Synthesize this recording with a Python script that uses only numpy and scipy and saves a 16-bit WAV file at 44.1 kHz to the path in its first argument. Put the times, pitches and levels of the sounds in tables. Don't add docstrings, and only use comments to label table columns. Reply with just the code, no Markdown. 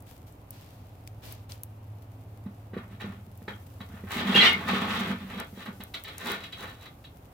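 import sys
import numpy as np
from scipy import signal
from scipy.fft import rfft, irfft
from scipy.io import wavfile

SR = 44100
rng = np.random.default_rng(int(sys.argv[2]) if len(sys.argv) > 2 else 0)


def to_wav(sig):
    pcm = np.clip(np.atleast_2d(sig), -1, 1) * 32767
    pcm = np.round(pcm).astype(np.int16)
    wavfile.write(sys.argv[1], SR, pcm.T)


N = 323253
TIME = np.arange(N) / SR
FREQ = np.maximum(np.fft.rfftfreq(N, 1 / SR), 1)


def undb(db):
    return 10 ** (np.asarray(db) / 20)


def unit(x):
    return x / np.sqrt(np.mean(x ** 2))


def add(track, start_s, sound):
    i = int(start_s * SR)
    track[..., i:i + sound.shape[-1]] += sound[..., :N - i]


def pan(x, left_db):
    return x * undb(np.array([[left_db], [-left_db]]) / 2)


def gain_curve(points):
    time_s, level_db = np.transpose(points)
    return undb(np.interp(TIME, time_s, level_db))


def swell(start_s, rise_s, hold_s, fall_s, size=N):
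    t = TIME[:size] - start_s
    build = np.clip(t / rise_s, 0, 1) ** 1.7
    return build * undb(-20 * np.clip((t - rise_s - hold_s) / fall_s, 0, 10))


def wander(turns_per_s, size=N):
    points = rng.standard_normal(2048)
    return 1.2 * np.interp(TIME[:size] * turns_per_s, np.arange(len(points)), points)


def grains(per_s, spread_db, channels=1):
    shape = (channels, N)
    sizes = undb(spread_db * np.minimum(rng.exponential(size=shape), 5))
    hits = rng.random(shape) < per_s / SR
    return unit(hits * rng.choice([-1, 1], shape) * sizes)


def stereo_noise(split_hz, size):
    mid, side, stray = rng.standard_normal((3, size))
    side = signal.sosfilt(signal.butter(3, split_hz, "high", fs=SR, output="sos"), side)
    side += undb(-22) * stray
    return np.array([mid + side, mid - side]) / np.sqrt(2)


def colour(points):
    hz, db = np.transpose(points)
    return undb(np.interp(np.log(FREQ), np.log(hz), db))


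def resonances(modes):
    return np.array([undb(db) / (1 + 1j * (FREQ ** 2 - hz ** 2) / (FREQ * width))
                     for hz, width, db in modes])


def impulse(gain, band_hz=(0, SR), size=4096):
    in_band = (FREQ > band_hz[0]) & (FREQ < band_hz[1])
    gain = np.abs(gain) / np.sqrt(np.mean(np.abs(gain) ** 2 * in_band))
    gain = np.interp(np.fft.rfftfreq(4 * size, 1 / SR), FREQ, gain)
    cepstrum = irfft(np.log(gain + 1e-6))
    cepstrum[1:2 * size] *= 2
    cepstrum[2 * size + 1:] = 0
    return irfft(np.exp(rfft(cepstrum)))[:size]


def modal(modes, spread_hz):
    middle_hz = np.mean([hz for hz, _, _ in modes])
    peaks = np.sqrt(np.sum(np.abs(resonances(modes)) ** 2, axis=0))
    focus = np.abs(resonances([(middle_hz, spread_hz, 0)])[0]) ** 2
    return impulse(peaks * focus)


def ring(x, response):
    return signal.fftconvolve(np.atleast_2d(x), np.atleast_2d(response), axes=-1)[:, :x.shape[-1]]


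def night(rumble_db=-56):
    # pitch_hz, relative_db
    rumble_colour = [(12, -36.5), (20, -11), (37, -9.5), (74, -1), (101, 1), (207, -11.5), (270, -8),
                     (342, -16), (735, -17), (1730, -33.5), (2670, -35.5), (6000, -54.5), (7800, -83),
                     (13200, -120)]
    # pitch_hz, glide_hz_per_s, loudest_s, level_db, rise_db_per_s, fade_db_per_s
    hums = [(106.7, .8, 1.7, -45, 6.5, 3.5), (89.2, -.4, 4.7, -48, 2, 10)]
    air = ring(stereo_noise(690, N), impulse(colour(rumble_colour), band_hz=(300, 1200)))
    out = air * undb(rumble_db + 0.23 * wander(3))
    for hz, glide, loudest_s, db, rise, fade in hums:
        t = TIME - loudest_s
        pitch_hz = hz + glide * t + 0.6 * wander(5.1)
        tone = unit(np.sin(2 * np.pi * np.cumsum(pitch_hz) / SR))
        out += tone * undb(db + np.minimum(rise * t, -fade * t) + 1.2 * wander(12))
    return pan(out, -0.46)


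def sizzle(steady_db=-70, flare_db=-63.5):
    # start_s, rise_s, hold_s, fall_s, hiss_db, fizz_db
    spurts = [(0.052, 0.018, 0.04, 0.12, -60, -65), (0.257, 0.013, 0.012, 0.07, -60.5, -75),
              (0.49, 0.041, 0.077, 0.5, -64, -62.5), (1.211, 0.027, 0.084, 0.11, -56, -54.5),
              (1.486, 0.011, 0.024, 0.09, -54.5, -56.5)]
    # pitch_hz, relative_db
    hiss_colour = [(1000, -2.5), (3000, 0), (6000, -3), (9000, -3.5), (12000, -0.5), (15000, 3),
                   (17000, -19)]
    # pitch_hz, relative_db
    fizz_colour = [(600, 6.5), (1500, -0.5), (3000, 1.5), (4800, -1), (7000, -8.5), (12000, -23)]
    flare = undb(flare_db) * swell(start_s=1.99, rise_s=2.36, hold_s=1.84, fall_s=2.1)
    hiss, fizz = np.hypot(undb(steady_db), flare), np.zeros(N)
    for *timing, hiss_db, fizz_db in spurts:
        steam = swell(*timing)
        hiss = np.hypot(hiss, steam * undb(hiss_db))
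        fizz += steam * undb(fizz_db)
    bursts = unit(rng.standard_normal((2, N)) + .7 * grains(500, 5, channels=2))
    flicker = undb(wander(35))
    high = ring(hiss * bursts * flicker, impulse(colour(hiss_colour), band_hz=(7000, 15000)))
    low = ring(fizz * grains(5000, 2.8, channels=2), impulse(colour(fizz_colour), band_hz=(2000, 6000)))
    return pan(high, 2.3) + low


def ember_snaps(snap_s=0.0012, tail_db=-24, tail_s=0.014, cooling_s=1.3, size=2048):
    # start_s, tick_db, pitch_hz, crack_db
    loud_snaps = [(0.5068, -22.5, 12700, -56), (1.075, -31.5, 13600, -33.5), (1.3242, -25.5, 13100, -53),
                  (1.498, -40, 4200, -45), (1.52, -28, 3760, -32), (1.6342, -20.5, 13100, -38),
                  (3.3754, -36.5, 12600, -65), (4.4942, -24, 12600, -29), (4.531, -25, 13050, -39),
                  (5.4, -26.5, 8470, -31), (5.8368, -27, 12200, -51), (6.0377, -22, 13100, -36),
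                  (6.1816, -24, 7460, -45), (6.319, -20.5, 13800, -39)]
    faint_snaps = [(min(cooling_s * rng.exponential(), TIME[-1]), rng.normal(-44.5, 5),
                    12000 * rng.uniform(.7, 1.3), -60) for _ in range(9)]
    out, t = np.zeros((2, N)), TIME[:size]
    fade = np.exp(-t / snap_s) + undb(tail_db) * np.exp(-t / tail_s)
    for start_s, tick_db, hz, crack_db in loud_snaps + faint_snaps:
        tick_band_hz = [0.82 * hz, min(1.56 * hz, .45 * SR)]
        for band_hz, db in (tick_band_hz, tick_db), ([2200, 8000], crack_db):
            band_filter = signal.butter(2, band_hz, "band", fs=SR, output="sos")
            burst = signal.sosfilt(band_filter, rng.standard_normal((2, size)) * fade)
            add(out, start_s, undb(db) * burst / np.abs(burst).max())
    return pan(out, 3.3)


def stroke_forces():
    # start_s, rise_s, hold_s, fall_s, grind_db, then relative to it edge_db, boom_db, ash_db
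    strokes = [(2.775, 0.016, 0.024, 0.15, -56, -35, 15.5, -19), (2.88, 0.026, 0.024, .05, -58, -6, 8, -14),
               (2.993, 0.0099, 0.029, 0.083, -46.5, -8.5, -3, -21),
               (3.045, 0.012, 0.026, 0.13, -51, -10.5, 9.5, -15),
               (3.49, 0.012, 0.013, 0.13, -56, -16, 9.5, -11), (3.86, 0.033, 0.24, .05, -58, -14.5, 4, -16),
               (4.088, 0.023, 0.056, .05, -40, -4, -6, -10.5),
               (4.141, 0.04, 0.17, 0.1, -34.5, -6.5, 2, -19),
               (4.312, 0.069, 0.07, 0.097, -28, 1.5, 0.5, -27),
               (4.489, 0.029, 0.578, 0.065, -37.3, -10, 1, -22.5),
               (4.625, 0.062, 0.076, 0.28, -43, 1.5, 6, -13.5),
               (4.85, .04, .1, 0.21, -44.5, 3.5, -12, -9.5),
               (5.04, 0.022, 0.06, 0.068, -42, -29, 11.5, -29),
               (5.15, 0.054, 0.056, 0.049, -51, -10, 11, -34.5),
               (5.267, 0.047, 0.083, 0.047, -44, -8.5, 4.5, -22),
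               (5.523, 0.097, 0.007, 0.028, -46, -4, -2.5, -14),
               (5.651, 0.0077, 0.023, .065, -46, -16, 9.5, -22),
               (6.06, 0.016, 0.057, 0.32, -53.5, -6, -22, -22),
               (6.161, 0.1, 0.046, 0.14, -36, -7, -5.5, -13.5),
               (6.546, 0.076, .015, 0.12, -40.5, -11, -10.5, -13),
               (6.78, 0.039, .025, .04, -57.5, -4.5, -7, -7.5)]
    power = np.zeros((4, N))
    for start_s, rise_s, hold_s, fall_s, grind_db, *relative_db in strokes:
        push = swell(0, rise_s, hold_s, fall_s, size=SR)
        gains = undb(grind_db + np.array([0, *relative_db]))
        add(power, start_s, np.outer(gains, push) ** 2)
    return np.sqrt(power)


def hollow(echo_s, direct_db, size=16384):
    response = unit(stereo_noise(680, size) * undb(-60 * TIME[:size] / echo_s)) / np.sqrt(size)
    response[:, 0] += undb(direct_db)
    return response / np.sqrt(1 + undb(2 * direct_db))


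def blade_steel(split_hz=2300):
    # pitch_hz, relative_db
    steel_colour = [(150, -27.5), (300, 7), (480, 4), (650, 2), (1000, -3), (1300, 0.5), (1850, -1.5),
                    (2400, -2.5), (3000, -3.5), (4100, -8.5), (4700, -15.5), (6000, -23.5), (9000, -31.5),
                    (16000, -37)]
    # pitch_hz, width_hz, relative_db
    steel_modes = [(837, 69, 2), (1135, 52, 3.5), (1307, 120, -1), (1506, 83, 0.5), (1796, 40, 0.5),
                   (1970, 75, -5), (2154, 44, 1), (2500, 28, -3.5), (2700, 49, -15), (3060, 60, -14.5),
                   (3307, 86, 1.5), (3630, 170, -1), (3860, 75, -13.5), (3900, 43, -1.5), (4030, 45, -8),
                   (4670, 18, -8.5)]
    peak_power = np.sum(np.abs(2 * resonances(steel_modes)) ** 2, axis=0)
    steel = colour(steel_colour) * np.sqrt(1 + peak_power)
    upper = 1 / (1 + (split_hz / FREQ) ** 6)
    flat_ring = impulse(steel * np.sqrt(1 - upper), band_hz=(700, 1900))
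    edge_ring = impulse(steel * np.sqrt(upper), band_hz=(3400, 5000))
    return flat_ring, edge_ring


def blade(grind, edge, ash, knocks, inside, near, bite_s=0.0051, skid_s=0.0096, crack_s=0.0027):
    # start_s, flat_db, edge_db
    clanks = [(2.459, -46, -65), (2.738, -37, -53.5), (2.772, -34, -51), (3.005, -36.5, -49),
              (3.477, -24.5, -41.5), (3.802, -35.5, -44.5), (4.068, -37, -61), (4.105, -34, -49),
              (4.345, -34, -28), (5.395, -30, -44.5), (5.658, -35.5, -44), (5.802, -34, -41.5),
              (5.938, -32, -30.5), (6.044, -42, -37), (6.078, -44, -43), (6.434, -56, -40),
              (6.522, -42, -38.5), (6.854, -37.5, -45), (7.039, -51, -45.5)]
    # time_s, level_db (relative to the edge)
    tip_free = [(4.18, -10), (4.3, -21), (5.6, -9), (6.3, -1.5), (6.85, 5.5)]
    # time_s, level_db (relative to the grinding)
    on_plate = [(4.45, -11), (4.78, 0.5), (4.96, -0.5), (5.15, -11)]
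    # pitch_hz, width_hz, relative_db
    tip_modes = [(3380, 120, -4), (3810, 90, -6), (3917, 70, -2.5), (4070, 100, -6), (4600, 400, -13)]
    # pitch_hz, width_hz, relative_db
    plate_modes = [(844, 99, -13.5), (1194, 31, 1.5), (1243, 15, -0.5)]
    # pitch_hz, relative_db
    ash_colour = [(3000, -2), (6000, 1), (8000, -1), (11000, -2.5), (15000, 0.5), (17000, 0.5)]
    catch = undb(2.5 * wander(55))
    grind, edge, ash = grind * catch, edge * catch, ash * catch
    tip, plate = edge * gain_curve(tip_free), grind * gain_curve(on_plate)
    t = TIME[:SR // 4]
    skid = (1 - np.exp(-t / bite_s)) * np.exp(-t / skid_s)
    for start_s, flat_db, edge_db in clanks:
        add(grind, start_s, undb(flat_db) * skid)
        add(edge, start_s, undb(edge_db) * skid)
        add(tip, start_s, undb(edge_db + 3) * skid)
        add(ash, start_s, undb(edge_db - 11) * skid)
    for start_s, _, overtone_db in knocks:
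        add(grind, start_s, undb(overtone_db - 9) * np.exp(-t / crack_s))
    flat_ring, edge_ring = blade_steel()
    coarse, fine, crumbs = grains(1600, 3), grains(1800, 3.2), grains(1300, 4.2, channels=2)
    metal = ring(grind * coarse, flat_ring) + ring(edge * fine, edge_ring)
    singing = ring(tip * grains(4000, 1.5), modal(tip_modes, spread_hz=1500))
    singing += ring(plate * grains(2500, 4.4), modal(plate_modes, spread_hz=921))
    dust = ring(ash * crumbs, impulse(colour(ash_colour), band_hz=(7000, 15000)))
    return ring(metal, inside) + ring(singing, near) + pan(dust, 2.5)


def drum(boom, grind, knocks):
    # pitch_hz, width_hz, relative_db
    wall_modes = [(135, 35, -11), (183, 23, -6.5), (198.6, 13, 5.5), (237.3, 13, 1)]
    # pitch_hz, width_hz, relative_db
    overtones = [(310, 35, -1.5), (382, 21, 4.5), (462, 23, 2), (500, 60, -2.5)]
    low, hard = modal(wall_modes, spread_hz=224), modal(overtones, spread_hz=450)
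    out = ring(boom * grains(1200, 3.6), low)
    out += ring(grind * undb(-10.5) * grains(900, 0.51), hard)
    for start_s, boom_db, overtone_db in knocks:
        add(out, start_s - .002, undb(boom_db) * low / np.abs(low).max())
        add(out, start_s, undb(overtone_db) * hard / np.abs(hard).max())
    return pan(out, -1.2)


def rim_squeal(space, waver_hz=50, chatter_db=2.8, grip_s=0.0046, size=16384):
    # start_s, length_s, pitch_hz, level_db
    squeals = [(3.534, 0.0068, 3260, -48), (4.342, 0.037, 2780, -21), (4.355, 0.061, 3310, -18),
               (4.397, 0.044, 2005, -20.5), (4.403, 0.032, 4017, -23), (4.420, 0.026, 2825, -21.5),
               (4.456, .02, 2130, -23), (4.461, 0.025, 3080, -22), (4.465, 0.042, 2855, -24.5),
               (4.486, 0.066, 2174, -27.5)]
    out, t = np.zeros((2, N)), TIME[:size]
    for start_s, length_s, hz, db in squeals:
        slips = waver_hz * wander(600, size)
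        chatter = undb(chatter_db * wander(500, size))
        phase = 2 * np.pi * np.cumsum(hz + slips) / SR
        grip = np.clip(np.minimum(t, length_s - t) / grip_s, 0, 1)
        tone = ring(np.sin(phase) * grip * chatter, space)
        add(out, start_s, unit(tone) * np.sqrt(length_s * SR / size) * undb(db))
    return out


def scene():
    # start_s, boom_db, overtone_db
    knocks = [(2.462, -28, -55), (2.734, -35, -35.5), (2.766, -27.5, -27), (3.042, -29.5, -36),
              (3.272, -44.5, -56), (3.418, -40, -46), (3.48, -37.5, -31.5), (3.807, -35.5, -54),
              (3.938, -37.5, -50), (4.037, -34.5, -38), (4.162, -26, -42), (4.294, -20, -38),
              (4.352, -24.5, -17.5), (4.732, -23, -25.5), (5.008, -26, -36), (5.528, -39, -47),
              (5.575, -36, -40.5), (5.8, -38, -46)]
    grind, edge, boom, ash = stroke_forces()
    inside = hollow(echo_s=0.22, direct_db=-5.5)
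    near = hollow(echo_s=0.14, direct_db=-4.5)
    shovel = blade(grind, edge, ash, knocks, inside, near) + rim_squeal(near)
    return shovel + drum(boom, grind, knocks) + ember_snaps() + sizzle() + night()


def record(dry, low_hz=30, top_hz=16000):
    dry = signal.sosfilt(signal.butter(2, low_hz, "high", fs=SR, output="sos"), dry)
    return signal.sosfilt(signal.ellip(8, .2, 70, top_hz, fs=SR, output="sos"), dry)


dry = scene()
out = record(dry)
to_wav(out)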